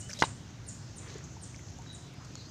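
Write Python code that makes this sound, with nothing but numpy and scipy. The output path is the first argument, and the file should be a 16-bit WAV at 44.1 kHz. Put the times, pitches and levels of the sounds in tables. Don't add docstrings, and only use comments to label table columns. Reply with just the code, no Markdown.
import sys
import numpy as np
from scipy import signal
from scipy.fft import rfft, irfft
from scipy.io import wavfile

SR = 44100
rng = np.random.default_rng(int(sys.argv[2]) if len(sys.argv) > 2 else 0)


def pcm_store(signal):
    levels = np.round(np.clip(np.atleast_2d(signal), -1, 1) * 32767)
    wavfile.write(sys.argv[1], SR, levels.astype(np.int16).T)


def to_linear_factor(level_db):
    exponent = np.asarray(level_db, float) / 20
    return 10 ** exponent


N = 110250
T = np.arange(N) / SR


def rms_one(x):
    return x / np.sqrt(np.mean(x ** 2) + 1e-20)


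def drift(rate_hz):
    r = np.exp(-2 * np.pi * rate_hz / SR)
    wander = signal.lfilter([1], [1, -2 * r, r * r], rng.standard_normal(N + SR))
    return rms_one(wander[SR:])


def click_at(start_s):
    return 1. * (np.arange(N) == int(start_s * SR))


def ring(clicks, hz, t60_s):
    r = to_linear_factor(-60 / (t60_s * SR))
    w = 2 * np.pi * hz / SR
    return signal.lfilter([0, np.sin(w)], [1, -2 * r * np.cos(w), r * r], clicks + 1e-18)


def curve(rows):
    db = np.interp(T, *np.transpose(rows))
    return db - db.mean()


def bed(spectrum, patchy_db, low_db=0):
    hz = np.fft.rfftfreq(N, 1 / SR) + 1
    at_hz, at_db = np.transpose(spectrum)
    colour_db = np.interp(np.log(hz), np.log(at_hz), at_db, -120, -120)
    tint = rfft(rng.standard_normal(N)) * to_linear_factor(colour_db)
    band = np.floor(2 * np.log2(hz))
    lowest, highest = int(2 * np.log2(at_hz[0])), int(2 * np.log2(at_hz[-1]))
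    out = 0
    for k in range(lowest, highest + 1):
        level_db = patchy_db * drift(5.0) + low_db * (k < 16)
        out = out + irfft(tint * (band == k), N) * to_linear_factor(level_db)
    return rms_one(out)


# pitch_hz, level_db (per Hz)
AIR = [(18, -36), (30, -25.5), (113, -1.5), (191, -11.5), (210, -15.5), (256, -13.5), (462, -25.5),
       (544, -25.5), (1500, -31.5), (1950, -47), (3300, -120)]
AIR_DB, AIR_PATCHY_DB = -46.5, 0.5
# time_s, level_db
BREEZE = [(0.0, -49), (0.29, -45.5), (0.51, -48.5), (1.02, -48), (1.29, -49.5), (1.52, -49), (1.9, -49.5),
          (2.02, -51.5), (2.5, -50)]
# pitch_hz, level_db (per Hz)
INSECT_HISS = [(880, -36), (1500, -3), (1970, -3), (2380, -4.5), (4890, -4), (6410, 0.5), (7540, -8),
               (7950, -15), (9500, -27), (12400, -46), (20900, -120)]
INSECT_DB, INSECT_PATCHY_DB = -57.5, 1.33
# time_s, level_db
CHORUS = [(0, 5.5), (.3, 1), (.55, 4), (.85, 0.5), (1.1, 7), (1.4, 3), (1.7, 7), (2.1, -0.5), (2.5, 5)]
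# pitch_hz, level_db (per Hz)
MIC_HISS = [(5000, -43), (8500, -4), (10700, -3), (12400, -8), (14900, -3), (15700, -3)]
MIC_HISS_DB, MIC_PATCHY_DB = -81, 0.73


def garden():
    insects = bed(INSECT_HISS, INSECT_PATCHY_DB)
    chorus_band = signal.butter(2, [5200, 7800], "band", fs=SR, output="sos")
    chorus = signal.sosfilt(chorus_band, insects)
    insects = insects + (to_linear_factor(curve(CHORUS)) - 1) * chorus
    rumble = bed(AIR, AIR_PATCHY_DB, curve(BREEZE))
    return to_linear_factor(AIR_DB) * rumble + to_linear_factor(MIC_HISS_DB) * bed(MIC_HISS, MIC_PATCHY_DB) + to_linear_factor(INSECT_DB) * insects


LEAF_T60_S, LEAF_LIFT_HZ, LEAF_LIFT_DB = 0.44, 9367, -41
TWIG_T60_S, TWIG_DB = 0.074, -13


def foliage(x, wet_db):
    lag = np.arange(SR) / SR
    leaves = rng.standard_normal(SR)
    leaves = leaves + to_linear_factor(LEAF_LIFT_DB) * rms_one(ring(leaves, LEAF_LIFT_HZ, 0.0028))
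    haze = to_linear_factor(-60 * lag / LEAF_T60_S)
    twigs = to_linear_factor(TWIG_DB - 60 * lag / TWIG_T60_S)
    tail = leaves * (haze + twigs) * np.minimum(lag / 0.0029, 1)
    tail = tail / np.sqrt(np.sum(tail ** 2))
    return x + to_linear_factor(wet_db) * signal.fftconvolve(x, tail)[:len(x)]


# start_s, level_db, top_pitch_hz
CHIPS = [
    (-.016, -43.5, 8770),
    (0.228, -42, 8660),
    (.664, -43, 8850),
    (0.959, -47, 8930),
    (1.411, -45.5, 8830),
    (1.924, -49, 9030),
]
CHIP_HOLD_S, CHIP_LIFT_HZ_PER_S, CHIP_FALL_HZ_PER_S2 = .008, 25000, 8.2e6
CHIP_SWELL_S, CHIP_RISE_DB_PER_S = 0.027, 450
CHIP_FLOOR_HZ, CHIP_FADE_DB_PER_HZ = 6900, .006
CHIP_THROAT_DB, CHIP_OVERTONE_DB, CHIP_ECHO_DB = 4.5, -39, 2.4


def chips():
    lead = SR // 20
    t = np.arange(SR // 20) / SR
    out = np.zeros(N + SR)
    for start_s, db, top_hz in CHIPS:
        plunge_hz = CHIP_FALL_HZ_PER_S2 * np.maximum(t - CHIP_HOLD_S, 0) ** 2
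        hz = np.maximum(top_hz + CHIP_LIFT_HZ_PER_S * t - plunge_hz, 0)
        rise_db = CHIP_RISE_DB_PER_S * np.minimum(t - CHIP_SWELL_S, 0)
        fade_db = CHIP_FADE_DB_PER_HZ * np.maximum(CHIP_FLOOR_HZ - hz, 0)
        throat_db = CHIP_THROAT_DB * np.exp(-((hz - 7100) / 500) ** 2)
        tremble_db = 1.6 * drift(290.0)[:len(t)]
        level = to_linear_factor(db + rise_db - fade_db + throat_db + tremble_db) * np.minimum(t / 0.0029, 1)
        turn = 2 * np.pi * np.cumsum(hz) / SR
        note = np.sin(turn) + to_linear_factor(CHIP_OVERTONE_DB) * np.sin(2 * turn)
        i = int(start_s * SR) + lead
        out[i:i + len(t)] += level * note
    return foliage(out, CHIP_ECHO_DB)[lead:lead + N]


def swell(start_s, length_s, edge_s):
    opening = T - start_s
    closing = (start_s + length_s - T) / 2 + edge_s
    return np.clip(np.minimum(opening, closing) / edge_s, 0, 1) ** 2


# start_s, length_s, level_db, pitch_hz, glide_hz_per_s
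WHISTLES = [(.018, .022, -53, 2900, 2000), (.05, .035, -57, 3000, 0), (.167, .013, -48, 3800, 8000),
            (1.865, .1, -56, 3900, 300), (1.88, .075, -56, 3800, 300), (1.96, .115, -65, 3930, 0),
            (2.333, .008, -59, 4850, 0), (2.357, .03, -59, 4350, -3000), (2.397, .03, -58, 4400, -4000),
            (2.395, .025, -62, 4850, 0), (2.412, .016, -57, 4830, 0), (2.386, .018, -56, 4050, -4000),
            (2.41, .018, -62, 3800, 0), (2.44, .035, -59, 4200, 5000), (2.435, .045, -62, 4830, 0),
            (2.48, .03, -59, 4840, 0), (1.95, .24, -64, 712, 0), (2.15, .09, -67, 5050, 0)]
WARBLE_HZ, WARBLE_DB, FAR_ECHO_DB = 30, 2.2, -8


def whistles():
    wobble = drift(40.0)
    flicker = to_linear_factor(WARBLE_DB * drift(70.0))
    out = 0
    for start_s, length_s, db, pitch_hz, glide in WHISTLES:
        hz = pitch_hz + glide * (T - start_s) + WARBLE_HZ * wobble * pitch_hz / 4000
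        tone = np.sin(2 * np.pi * np.cumsum(hz) / SR)
        out = out + to_linear_factor(db) * swell(start_s, length_s, 0.0021) * tone
    return foliage(flicker * out, FAR_ECHO_DB)


def surge(start_s, length_s):
    rise_s = 0.00062 + 1.0 * length_s ** 2
    t = np.clip(T - start_s, 0, None)
    return np.minimum(t / rise_s, 1) * np.exp(-(t / length_s) ** 3.3)


# start_s, length_s, level_db, brightest_hz, sharpness_q
TEARS = [(.101, 0.01, -43, 6700, 1.2), (0.109, 0.026, -47.5, 5900, 2.2), (.131, .008, -38.5, 6150, 3.6),
         (.131, 0.0092, -41.5, 4740, 10), (.131, 0.0063, -47.5, 1600, 3.3), (0.132, 0.1, -50.5, 4700, 0.56),
         (0.236, .018, -43, 3830, 25.0), (.189, 0.0074, -37, 5250, 1.1), (.189, 0.0092, -42.5, 3730, 5.2),
         (0.199, 0.015, -42.5, 3900, 5.4), (.211, 0.0086, -36, 5800, 1.3), (.0958, .006, -43, 5600, 7.0),
         (0.087, 0.022, -49, 6500, 1.5), (.7, .08, -62, 6200, 1.3), (.2225, .0025, -30, 6200, 6.0),
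         (.224, .0045, -26, 1600, 5.0), (.2345, .006, -32, 980, 4.0), (2.36, .12, -60, 4400, 2.5),
         (1.07, 0.13, -55, 4600, 1.24), (0.98, 0.27, -54.5, 1570, 0.77), (1.238, 0.021, -49.5, 6700, 4),
         (2.245, 0.0098, -52, 6100, 1.4), (2.372, .035, -59, 6600, 4.0), (2.37, .06, -60, 4200, 5.0),
         (.09, 0.025, -51.5, 1600, 4.3), (.103, 0.013, -50.5, 2350, 3.7), (.2235, 0.0052, -20, 1780, 0.77),
         (.2235, 0.004, -30, 3920, 8.0), (0.2, 0.0081, -38.5, 6300, 2.0), (0.227, 0.031, -38.5, 1100, 0.18),
         (0.236, 0.084, -51, 670, 0.24), (2.19, 0.11, -60.5, 1170, 1.8), (1.43, 0.11, -66, 6500, 3.0),
         (0.91, 0.34, -55.5, 383, 0.98)]
# start_s, length_s, level_db, brightest_hz
SPRAYS = [(0, .07, -65, 12000), (.085, .07, -59, 12500), (.13, .06, -64, 13000), (.19, .003, -56, 15000),
          (.192, .03, -56, 12500), (.686, .016, -65, 11500), (.735, .045, -65, 11000),
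          (.968, .006, -60, 11500), (1.18, .007, -67, 11500), (1.43, .012, -68, 12000),
          (1.594, .007, -61, 12000), (2.136, .012, -63, 11500), (2.247, .01, -63, 13000),
          (2.317, .008, -65, 13000)]
SPRAY_Q = 1.5
FIBRES_PER_S, FIBRE_SPREAD_DB, TEAR_AIR_DB = 8000, 2.6, -20


def tears():
    sizes = to_linear_factor(FIBRE_SPREAD_DB * np.minimum(rng.exponential(1, N), 5))
    sizes = sizes * rng.choice([-1, 1], N)
    snaps = rms_one(sizes * (rng.random(N) < FIBRES_PER_S / SR))
    snaps = snaps * to_linear_factor(2.2 * drift(240.0))
    strokes = TEARS + [(*row, SPRAY_Q) for row in SPRAYS]
    out = 0
    for k, (start_s, length_s, db, hz, q) in enumerate(strokes):
        own = np.roll(snaps, 977 * k)
        peak = signal.iirpeak(hz, q, fs=SR)
        tone = signal.lfilter(*peak, signal.lfilter(*peak, own))
        dry_edge = to_linear_factor(TEAR_AIR_DB) * np.diff(own, prepend=0)
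        out = out + to_linear_factor(db) * surge(start_s, length_s) * (rms_one(tone) + dry_edge)
    return out


# start_s, peak_db, pitch_hz, ring_cycles
TICKS = [(.093, -45, 588, 30), (0.192, -36.5, 590, 12), (1.034, -44, 5240, 12), (1.142, -35, 6400, 22),
         (1.155, -30, 400, 6.6), (1.183, -36, 7000, 28), (1.182, -55, 2300, 6.0), (1.367, -41.5, 890, 20),
         (1.545, -39, 2210, 18), (1.562, -31.5, 5500, 8.7), (1.593, -40.5, 2050, 12),
         (1.686, -35, 4800, 7.5), (1.703, -38, 9000, 6.0), (1.786, -47.5, 742, 49), (1.79, -50.5, 918, 110),
         (1.863, -40.5, 1610, 8.3), (2.069, -43, 5800, 17), (.2098, -25, 5600, 8.0), (.2345, -22, 1034, 28),
         (.2352, -24, 894, 26), (.2385, -33, 3920, 60), (.247, -36, 3950, 60), (.2245, -18, 1570, 20),
         (2.144, -47, 12300, 14), (2.353, -37, 11000, 4.0), (2.2, -55, 770, 40), (2.3547, -31, 4330, 12.5),
         (2.3541, -33, 5700, 24), (2.3549, -29.5, 6700, 33), (2.354, -28, 1240, 2.6),
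         (1.787, -39, 6950, 33), (1.821, -40, 7040, 43), (2.32, -56, 7000, 8.0)]
TICK_BODY_Q = 1.5


def ticks():
    out = 0
    for start_s, db, hz, cycles in TICKS:
        touches = click_at(start_s) - 0.28 * click_at(start_s + 2.36 / hz)
        push = signal.lfilter(*signal.iirpeak(hz, TICK_BODY_Q, fs=SR), touches)
        out = out + to_linear_factor(db) * ring(push, hz, cycles / hz)
    return out


# start_s, level_db, contact_softness_hz, direction
BLOWS = [
    (.2219, -18.5, 1480, -0.78),
    (.2225, -7.5, 1580, 0.97),
    (0.2234, -21, 3980, 0.93),
    (0.235, -23, 1110, 0.77),
    (0.2365, -24, 1110, 0.88),
    (.238, -18.5, 1050, 0.88),
]
# pitch_hz, level_db, t60_s
BLOCK = [(183, -20.5, 0.032), (338, -16.5, 0.0175), (512, -11, 0.019), (780, -24, 0.015),
         (886, -20.5, 0.051), (1042, -7.5, 0.016), (1260, -11, 0.01), (1558, -5, 0.018),
         (1830, -14.5, 0.033), (2050, -9, 0.022), (2850, -8.5, 0.029), (104, -24, 0.06),
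         (3910, -9.5, 0.045), (6100, -3, 0.014)]
THUD_DB = -22


def chop():
    luck_db = rng.normal(0, 2, (len(BLOWS), len(BLOCK)))
    out = 0
    for (start_s, db, soft_hz, way), own_db in zip(BLOWS, luck_db):
        push = signal.lfilter(*signal.butter(2, soft_hz, fs=SR), way * click_at(start_s))
        out = out - to_linear_factor(db + THUD_DB) * push * SR / soft_hz / 20
        for (hz, mode_db, t60_s), extra_db in zip(BLOCK, own_db):
            out = out - to_linear_factor(db + mode_db + extra_db) * ring(push, hz, t60_s)
    return signal.lfilter(*signal.butter(2, 120.0, "high", fs=SR), out)


KNIFE_DULL_HZ, KNIFE_TOP_DB = 8200, -13


def scene():
    birds_and_garden = garden() + chips() + whistles()
    knife = tears() + ticks() + chop()
    dull = signal.filtfilt(*signal.butter(3, KNIFE_DULL_HZ, fs=SR), knife)
    return (birds_and_garden + dull + to_linear_factor(KNIFE_TOP_DB) * (knife - dull))[None]


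def low_pass(x):
    return signal.sosfilt(signal.butter(12, 16340, fs=SR, output="sos"), x)


def record(dry):
    top_cut = signal.cheby2(20, 60, 15720, fs=SR, output="sos")
    mix = signal.sosfilt(top_cut, dry)
    return low_pass(mix)


dry = scene()
out = record(dry)
pcm_store(out)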